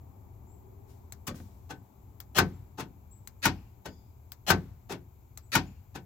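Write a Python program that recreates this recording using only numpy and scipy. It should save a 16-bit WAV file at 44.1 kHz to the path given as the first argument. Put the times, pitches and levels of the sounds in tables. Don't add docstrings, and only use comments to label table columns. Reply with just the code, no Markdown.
import sys
import numpy as np
from scipy import signal
from scipy.fft import rfft, irfft, next_fast_len
from scipy.io import wavfile
from scipy.ndimage import uniform_filter1d

SR = 44100
rng = np.random.default_rng(int(sys.argv[2]) if len(sys.argv) > 2 else 0)


def dump_mix(stems):
    frames = np.atleast_2d(stems).T
    limited = np.clip(frames, -1, 1)
    pcm = np.round(limited * 32767).astype(np.int16)
    wavfile.write(sys.argv[1], SR, pcm)


N = 266893
TIME_S = np.arange(N) / SR
AGE_S = TIME_S[:SR]

# t/s, wait until motor starts/s, snap level/dB, action of the lever
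PRESSES = [(1.1229, .1446, -26.5, "stall"), (2.203, .1452, -22.5, "lock"), (3.274, .1456, -27.5, "unlock"),
           (4.3197, .1462, -22.5, "lock"), (5.3744, .1436, -28.5, "unlock")]
POWERED_S = .4255
TRAVEL = {"lock": (.036, 0), "unlock": (.034, .006)}
STROKE = {"lock": (-24.5, -21, -15.5), "unlock": (-27.5, -23.5, -15)}
RETURN_S = {"lock": .03, "unlock": .0145, "stall": .015}
RETURN = {"lock": (-36.5, -41.5, -27, -47.5), "unlock": (-39.5, -48.5, -34, -46),
          "stall": (-38, -49, -35, -40)}

# f/Hz, t60/s, locking level/dB, unlocking level/dB
DOOR = [(56, 0.65, -20, -22), (91, 0.5, -12, -16), (122, 0.4, -16, -21), (133, 0.3, -17, -16),
        (160, 0.4, -13, -21), (183, 0.33, -11, -16), (197, 0.33, -22, -16), (260, 0.3, -23, -17),
        (272, 0.33, -13, -38), (293, 0.28, -25, -19), (322, 0.28, -28, -18), (352, 0.28, -16, -24),
        (378, 0.28, -15, -27), (433, 0.24, -13, -29), (500, 0.2, -16, -38), (565, 0.17, -25, -23),
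        (708, 0.19, -13, -23), (749, 0.17, -12, -21), (791, 0.14, -12, -23), (832, 0.15, -17, -15),
        (915, 0.12, -6, -5), (1071, 0.13, -14, -21), (1225, 0.11, -14, -20), (1310, 0.09, -11, -14),
        (1400, 0.08, -8, -8), (1463, 0.09, -12, -5), (1531, 0.14, -2, -11), (1720, 0.12, -10, -22),
        (1837, 0.11, -16, -11), (2514, 0.12, -18, -15)]
LATCH_HZ, LATCH_T60_S = 1520, 0.15
# f/Hz, t60/s, lock side level/dB, unlock side level/dB
ROCKER = [(1350, 0.0037, -7.5, -4.5), (2150, 0.0047, -18, -7), (3320, 0.0085, -14.5, -23),
          (4160, 0.01, -24, -10), (5030, 0.0061, -12.5, -16), (6420, 0.03, -50, -14.5),
          (7750, 0.015, -28, -7.5), (10300, 0.015, -33, -14.5), (13800, 0.0027, -7, -20),
          (15200, 0.0018, 2.5, -41)]
SWITCH_HOUSING_DB = -47.5

# f/Hz, level/dB per Hz
LOCK_STOP = [(50, -16.5), (100, 3.5), (300, 4), (550, -10), (850, -0.5), (1550, -2), (2100, -3), (3200, -8),
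             (4700, -6), (7200, -11.5), (9000, -21), (12000, -11), (16000, -12.5)]
UNLOCK_STOP = [(50, -27), (100, -3.5), (300, 0), (500, -12.5), (900, 1.5), (1150, -11), (1450, -2),
               (2300, -0.5), (3500, -5), (6500, -4), (8800, -17), (12500, -9), (16000, -14.5)]
COIL = [(200, -38), (1900, -21.5), (2600, 2.5), (3300, -18), (4900, -8), (6000, -18.5), (9000, -37)]
REBOUND = [(50, -19), (100, -4.5), (300, -7), (550, -8.5), (850, 0), (1500, -1.5), (2200, -14),
           (5000, -18.5), (9000, -30.5), (16000, -31)]
GEARS = [(50, -17), (130, 7.5), (400, -1), (900, -1.5), (1600, -3.5), (3000, -4.5), (5000, -9.5),
         (7300, -9.5), (9000, -22), (12000, -13), (16000, -19)]
UNLOCK_GEARS = [(50, -20.5), (130, 6), (400, -4.5), (900, -12), (1600, 2), (3000, -4), (5000, -4.5),
                (7300, -14.5), (9000, -23), (12000, -14.5), (16000, -24)]
STALL = [(60, -10), (200, 8), (500, -0.5), (900, 3), (1600, -1.5), (3000, -2.5), (4500, -5.5), (7500, -3.5),
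         (9000, -13), (12000, -6.5), (16000, -6.5)]
SPRING = [(60, -17.5), (180, -1), (360, 2), (520, -10.5), (800, -2.5), (1200, -11.5), (1600, -8.5),
          (2700, -15), (5000, -19), (6800, -17.5), (8700, -33.5), (12000, -24), (16000, -30)]
SPRING_STOP = [(60, -14), (170, -2), (400, -2.5), (800, -6.5), (1600, -6.5), (3000, -8.5), (6000, -15.5),
               (8600, -21.5), (9600, -13.5), (11000, -20), (16000, -21.5)]
SWITCH = [(200, -25), (700, -3.5), (1500, -4), (2300, -7), (2900, -17), (4200, -4.5), (5000, -7.5),
          (7400, -4), (9200, -18), (12000, -3.5), (15500, 3.5)]
THUD = [(40, -8), (90, 0), (220, -1), (450, -21), (1500, -27), (8000, -53)]

# f/Hz, t60/s
PANEL_T60 = [(60, 0.27), (200, .36), (500, 0.22), (1000, 0.16), (2000, 0.13), (5000, 0.12), (10000, 0.073),
             (16000, 0.047)]
# f/Hz, level/dB
GARAGE = [(60, -19), (200, -26.5), (600, -31.5), (1500, -39.5), (5000, -41), (10000, -43), (16000, -42.5)]
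GARAGE_T60_S = 0.7

# t/s, level/dB
KNOCKS = [(1.282, -38), (1.311, -40.5), (1.344, -45.5), (1.386, -51), (1.401, -44.5)]
# t/s, attack/s, level/dB
RUBS = [(.85, .055, -62), (1.335, .024, -52)]
# f/Hz, level/dB per Hz
RUBBING = [(200, -5), (1000, -2), (2500, -8), (7000, -5), (9000, -10.5), (16000, -6)]
RUB_SLOWING_S, RUB_FADE_POWER = .05, 1.45

# t/s, length/s, f/Hz, level/dB
CALLS = [(.465, 0.079, 7290, -69), (.5, .09, 7640, -68), (2.53, 0.071, 7560, -70), (3.11, 0.055, 7700, -56),
         (3.388, 0.045, 7400, -70), (5.425, .05, 7800, -67.5), (5.463, .03, 7170, -69.5),
         (5.665, .04, 7100, -63)]
# f/Hz, width/Hz, level/dB
RASP_BANDS = [(3500, 330, -9), (4880, 480, 0), (6800, 670, -5)]
RASP_AT_S, RASP_ATTACK_S, RASP_T60_S, RASP_DB = 3.865, .025, .64, -63.5

# f/Hz, level/dB per Hz
RUMBLE = [(12, -60.5), (20, -38.5), (29, -16), (35, -13), (59, -5.5), (81, 0), (97, -1.5), (125, -4.5),
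          (157, -25), (200, -16), (260, -47.5), (440, -120)]
WASH = [(110, -29), (180, -1.5), (286, -3.5), (316, -7.5), (379, -3.5), (498, -14.5), (875, -8),
        (1210, -19), (1490, -34.5), (2000, -32.5), (2600, -66.5), (4400, -120)]
HISS = [(1500, -5.5), (1800, -14), (2300, -3.5), (2800, -12.5), (4000, -13), (5400, -15), (6400, -9.5),
        (7600, -6), (8400, -22.5), (9600, -22), (11000, -10.5), (12500, -7), (14000, 1.5), (16000, -9)]
RUMBLE_START_DB, RUMBLE_FADE_DB_PER_S = -50, .5
WASH_START_DB, WASH_FADE_DB_PER_S = -59.5, 1.22
DIP_AT_S, DIP_WIDTH_S, DIP_DB = 1.91, 0.06, 14
DRONE_AT_S, DRONE_WIDTH_S, DRONE_PEAK_DB = .75, 0.27, -61.5
HISS_DB = -69

# f/Hz, likeness/1
DOOR_LIKENESS = [(60, .97), (130, .97), (290, .88), (640, .78), (1410, .45), (3100, .05), (16000, .03)]
AIR_LIKENESS = [(60, 1), (130, 0.83), (290, 0.86), (640, 0), (16000, 0.19)]
# f/Hz, level/dB
DOOR_BALANCE = [(60, 1.2), (200, 2.5), (380, 3.3), (700, 2.8), (1290, 6.8), (2400, 5), (4400, 7), (8100, 8),
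                (15000, 11.5)]
AIR_BALANCE = [(60, 2.5), (120, 3.5), (240, 5.5), (480, 6.5), (950, 7.0), (1890, 0.5), (3770, 2.5),
               (7520, 10), (15000, 9.0)]
CUTOFF_HZ = 16100


def actuator(rebound_db=-7, rebound_s=.013, coil_db=-35):
    out = np.zeros((2, N))
    lock_stop = panel(LOCK_STOP, ring=0.84, build_cycles=5.0)
    unlock_stop = panel(UNLOCK_STOP, ring=0.96, build_cycles=5.0)
    unlock_stop = unlock_stop + from_db(coil_db) * panel(COIL, ring=4.8, build_cycles=5.0)
    stops = [lock_stop, unlock_stop]
    rebound = panel(REBOUND, ring=0.54, build_cycles=0.86)
    booms = [sum(from_db(levels[way]) * mode(hz, t60_s) for hz, t60_s, *levels in DOOR)
             for way in range(2)]
    gears = [panel(GEARS, ring=0.69, build_cycles=0.66), panel(UNLOCK_GEARS, ring=0.93, build_cycles=1.1)]
    for way, action in enumerate(STROKE):
        run_s, free_s = TRAVEL[action]
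        gear_db, stop_db, modes_db = STROKE[action]
        for start_s in motor_starts(action):
            run = gear_run(gears[way], run_s - free_s, teeth_hz=908.2, rise_db=14,
                           spin_up_s=.012, uneven_db=4.0)
            slam_s = start_s + run_s
            add(out, start_s, from_db(gear_db) * run)
            add(out, slam_s, from_db(stop_db) * stops[way] + from_db(modes_db) * booms[way])
            add(out, slam_s + rebound_s, from_db(stop_db + rebound_db) * rebound)
    return out


def stall(length_s=0.01, level_db=-34):
    out = np.zeros((2, N))
    gears = panel(STALL, ring=0.91, build_cycles=4.0)
    crunch = gear_run(gears, length_s, teeth_hz=1100, rise_db=0, spin_up_s=.001, uneven_db=1.5)
    for start_s in motor_starts("stall"):
        add(out, start_s, from_db(level_db) * crunch)
    return out


def spring_return(soft_hz=600, take_up_s=.010):
    out = np.zeros((2, N))
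    gears = panel(SPRING, ring=0.86, build_cycles=0.82)
    rest = panel(SPRING_STOP, ring=.95, build_cycles=2.5)
    latch = mode(LATCH_HZ, LATCH_T60_S)
    shell = sum(from_db(db) * mode(hz, t60_s) / (1 + (hz / soft_hz) ** 2)
                for hz, t60_s, db, _ in DOOR[2:])
    for pressed_s, wait_s, _, action in PRESSES:
        run_s = RETURN_S[action]
        gear_db, stop_db, shell_db, latch_db = RETURN[action]
        release_s = pressed_s + wait_s + POWERED_S
        run = gear_run(gears, run_s, teeth_hz=1098.7, rise_db=13.5, spin_up_s=.008, uneven_db=3.0)
        add(out, release_s, from_db(gear_db) * run)
        add(out, release_s + take_up_s, from_db(shell_db) * shell)
        add(out, release_s + run_s, from_db(stop_db) * rest + from_db(latch_db) * latch)
    return out


def motor_starts(action):
    return [pressed_s + wait_s for pressed_s, wait_s, _, does in PRESSES if does == action]


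def gear_run(body, length_s, teeth_hz, rise_db, spin_up_s, uneven_db):
    t = AGE_S[:int(length_s * SR)]
    speed = 1 - np.exp(-t / spin_up_s)
    turned_teeth = np.cumsum(speed) * teeth_hz / SR
    mesh = np.flatnonzero(np.diff(np.floor(turned_teeth), prepend=-1))
    slack, force, flank = rng.standard_normal((3, 200))[:, :len(mesh)]
    at = np.clip(mesh + slack * .25 * SR / teeth_hz, 0, len(t) - 1).astype(int)
    knock_db = rise_db * (speed[mesh] - 1) + uneven_db * force
    knocks = np.zeros((1, len(t)))
    knocks[0, at] = from_db(knock_db) * np.sign(flank)
    run = signal.fftconvolve(body, knocks, axes=1)
    run_end = run[:, len(t) * 3 // 4:len(t) * 5 // 4]
    return run / np.sqrt(np.mean(run_end ** 2))


def panel(spectrum, ring, build_cycles):
    out, edges_hz = 0, np.geomspace(40, 17500, 31)
    white = rng.standard_normal((2, 2, 2 * SR))
    for k, (low, high) in enumerate(zip(edges_hz, edges_hz[1:])):
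        hz = np.sqrt(low * high)
        band = signal.butter(2, [low, high], "band", fs=SR, output="sos")
        mid, side = signal.sosfilt(band, white[k % 2])[:, SR:]
        swell = 1 - np.exp(-AGE_S * hz / build_cycles)
        panel_decay = from_db(-60 * AGE_S / (ring * at_hz(PANEL_T60, hz)))
        garage_decay = from_db(at_hz(GARAGE, hz) - 60 * AGE_S / GARAGE_T60_S)
        envelope = swell * (panel_decay + garage_decay)
        both = stereo(rms_one(mid * envelope), rms_one(side * envelope),
                      at_hz(DOOR_LIKENESS, hz), at_hz(DOOR_BALANCE, hz))
        out = out + both * from_db(at_hz(spectrum, hz)) * np.sqrt(high - low)
    return out / np.sqrt(np.mean(out[:, :SR // 50] ** 2))


def mode(hz, t60_s, build_cycles=0.97):
    apart_rad = np.arccos(np.clip(at_hz(DOOR_LIKENESS, hz), -1, 1)) * rng.choice([-1, 1])
    phase_rad = 2 * np.pi * (hz * AGE_S + rng.random()) + np.array([[0], [apart_rad]])
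    swell = 1 - np.exp(-AGE_S * hz / build_cycles)
    decay = from_db(-60 * AGE_S / t60_s)
    return np.sin(phase_rad) * swell * decay * pan(at_hz(DOOR_BALANCE, hz))


def switch():
    out = np.zeros((2, N))
    for pressed_s, _, snap_db, action in PRESSES:
        side = int(action != "lock")
        snap = sum(from_db(levels[side]) * mode(hz, t60_s, build_cycles=0.89)
                   for hz, t60_s, *levels in ROCKER)
        housing = panel(SWITCH, ring=0.84, build_cycles=0.38)
        add(out, pressed_s, from_db(snap_db) * snap + from_db(SWITCH_HOUSING_DB) * housing)
    return out


def handling():
    out, friction = np.zeros((2, N)), air_noise(RUBBING)
    for start_s, attack_s, db in RUBS:
        onset, age_s = rise(start_s, attack_s)
        fade = (1 + age_s / RUB_SLOWING_S) ** RUB_FADE_POWER
        out += from_db(db) * onset ** 2 / fade * friction
    thud = panel(THUD, ring=0.25, build_cycles=0.38)
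    for start_s, db in KNOCKS:
        add(out, start_s, from_db(db) * thud)
    return out


def bird(scoop_hz=450, scoop_s=0.0068, waver_hz=45, echo_db=-3.5, echo_t60_s=.55, left_db=13,
         swell_power=0.45):
    out = np.zeros((2, N))
    yard = rms_one(rng.standard_normal((2, SR)) * from_db(-60 * AGE_S / echo_t60_s)) / np.sqrt(SR)
    for start_s, length_s, hz, db in CALLS:
        t = AGE_S[:int(length_s * SR)]
        waver = rms_one(uniform_filter1d(rng.standard_normal(SR), size=40))[:len(t)]
        pitch_hz = hz - scoop_hz * np.exp(-t / scoop_s) + waver_hz * waver
        swell = np.sin(np.pi * (t / length_s) ** swell_power)
        whistle = np.sin(2 * np.pi * np.cumsum(pitch_hz) / SR)
        call = from_db(db) * swell * whistle * pan(left_db)
        add(out, start_s, call)
        add(out, start_s, from_db(echo_db) * signal.fftconvolve(call, yard, axes=1))
    return out


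def far_bird(left_db=4):
    call = sum(from_db(db) * hiss_band(hz, width_hz) for hz, width_hz, db in RASP_BANDS)
    onset, age_s = rise(RASP_AT_S, RASP_ATTACK_S)
    return onset * from_db(RASP_DB - 60 * age_s / RASP_T60_S) * rms_one(call) * pan(left_db)


def background():
    dip_db = DIP_DB * np.exp(-((TIME_S - DIP_AT_S) / DIP_WIDTH_S) ** 2)
    rumble_db = RUMBLE_START_DB - RUMBLE_FADE_DB_PER_S * TIME_S - dip_db
    rumble = from_db(rumble_db) * air_noise(RUMBLE)
    wash = from_db(WASH_START_DB - WASH_FADE_DB_PER_S * TIME_S) * air_noise(WASH)
    swell = 1 / (1 + ((TIME_S - DRONE_AT_S) / DRONE_WIDTH_S) ** 2)
    drone = hiss_band(hz=383, width_hz=51) * pan(at_hz(AIR_BALANCE, 380))
    engine = from_db(DRONE_PEAK_DB) * swell * drone
    return rumble + wash + engine + from_db(HISS_DB) * air_noise(HISS)


def air_noise(spectrum):
    size = next_fast_len(N, True)
    hz = np.maximum(np.fft.rfftfreq(size, 1 / SR), 1)
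    mid, side = rfft(rng.standard_normal((2, size)))
    both = stereo(mid, side, at_hz(AIR_LIKENESS, hz), at_hz(AIR_BALANCE, hz))
    return rms_one(irfft(both * from_db(at_hz(spectrum, hz)))[:, :N])


def hiss_band(hz, width_hz):
    band = signal.butter(2, [hz - width_hz / 2, hz + width_hz / 2], "band", fs=SR, output="sos")
    return rms_one(signal.sosfilt(band, rng.standard_normal((2, N))))


def rise(start_s, attack_s):
    return np.clip((TIME_S - start_s) / attack_s, 0, 1), np.maximum(TIME_S - start_s - attack_s, 0)


def stereo(mid, side, likeness, left_db):
    alike = np.clip(likeness, -.99, .99)
    both = np.sqrt(1 + alike) * mid + np.sqrt(1 - alike) * side * [[1], [-1]]
    return both * pan(left_db)


def pan(left_db):
    gains = from_db(np.array([[.5], [-.5]]) * left_db)
    return gains / np.sqrt(np.cosh(left_db * np.log(10) / 20))


def from_db(db):
    return 10 ** (np.asarray(db) / 20)


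def rms_one(x):
    return x / np.sqrt(np.mean(x ** 2) + 1e-20)


def at_hz(points, hz):
    table_hz, values = np.array(points).T
    return np.interp(np.log(hz), np.log(table_hz), values)


def add(out, start_s, sound):
    start = int(round(start_s * SR))
    out[:, start:start + sound.shape[1]] += sound[:, :N - start]


def scene():
    lock = actuator() + stall() + spring_return() + switch()
    return lock + handling() + bird() + far_bird() + background()


def record(dry, dull_hz=17000):
    heard = signal.sosfilt(signal.butter(1, min(dull_hz, .45 * SR), fs=SR, output="sos"), dry)
    return signal.sosfilt(signal.ellip(10, .2, 80, CUTOFF_HZ, fs=SR, output="sos"), heard)


dry = scene()
out = record(dry)
dump_mix(out)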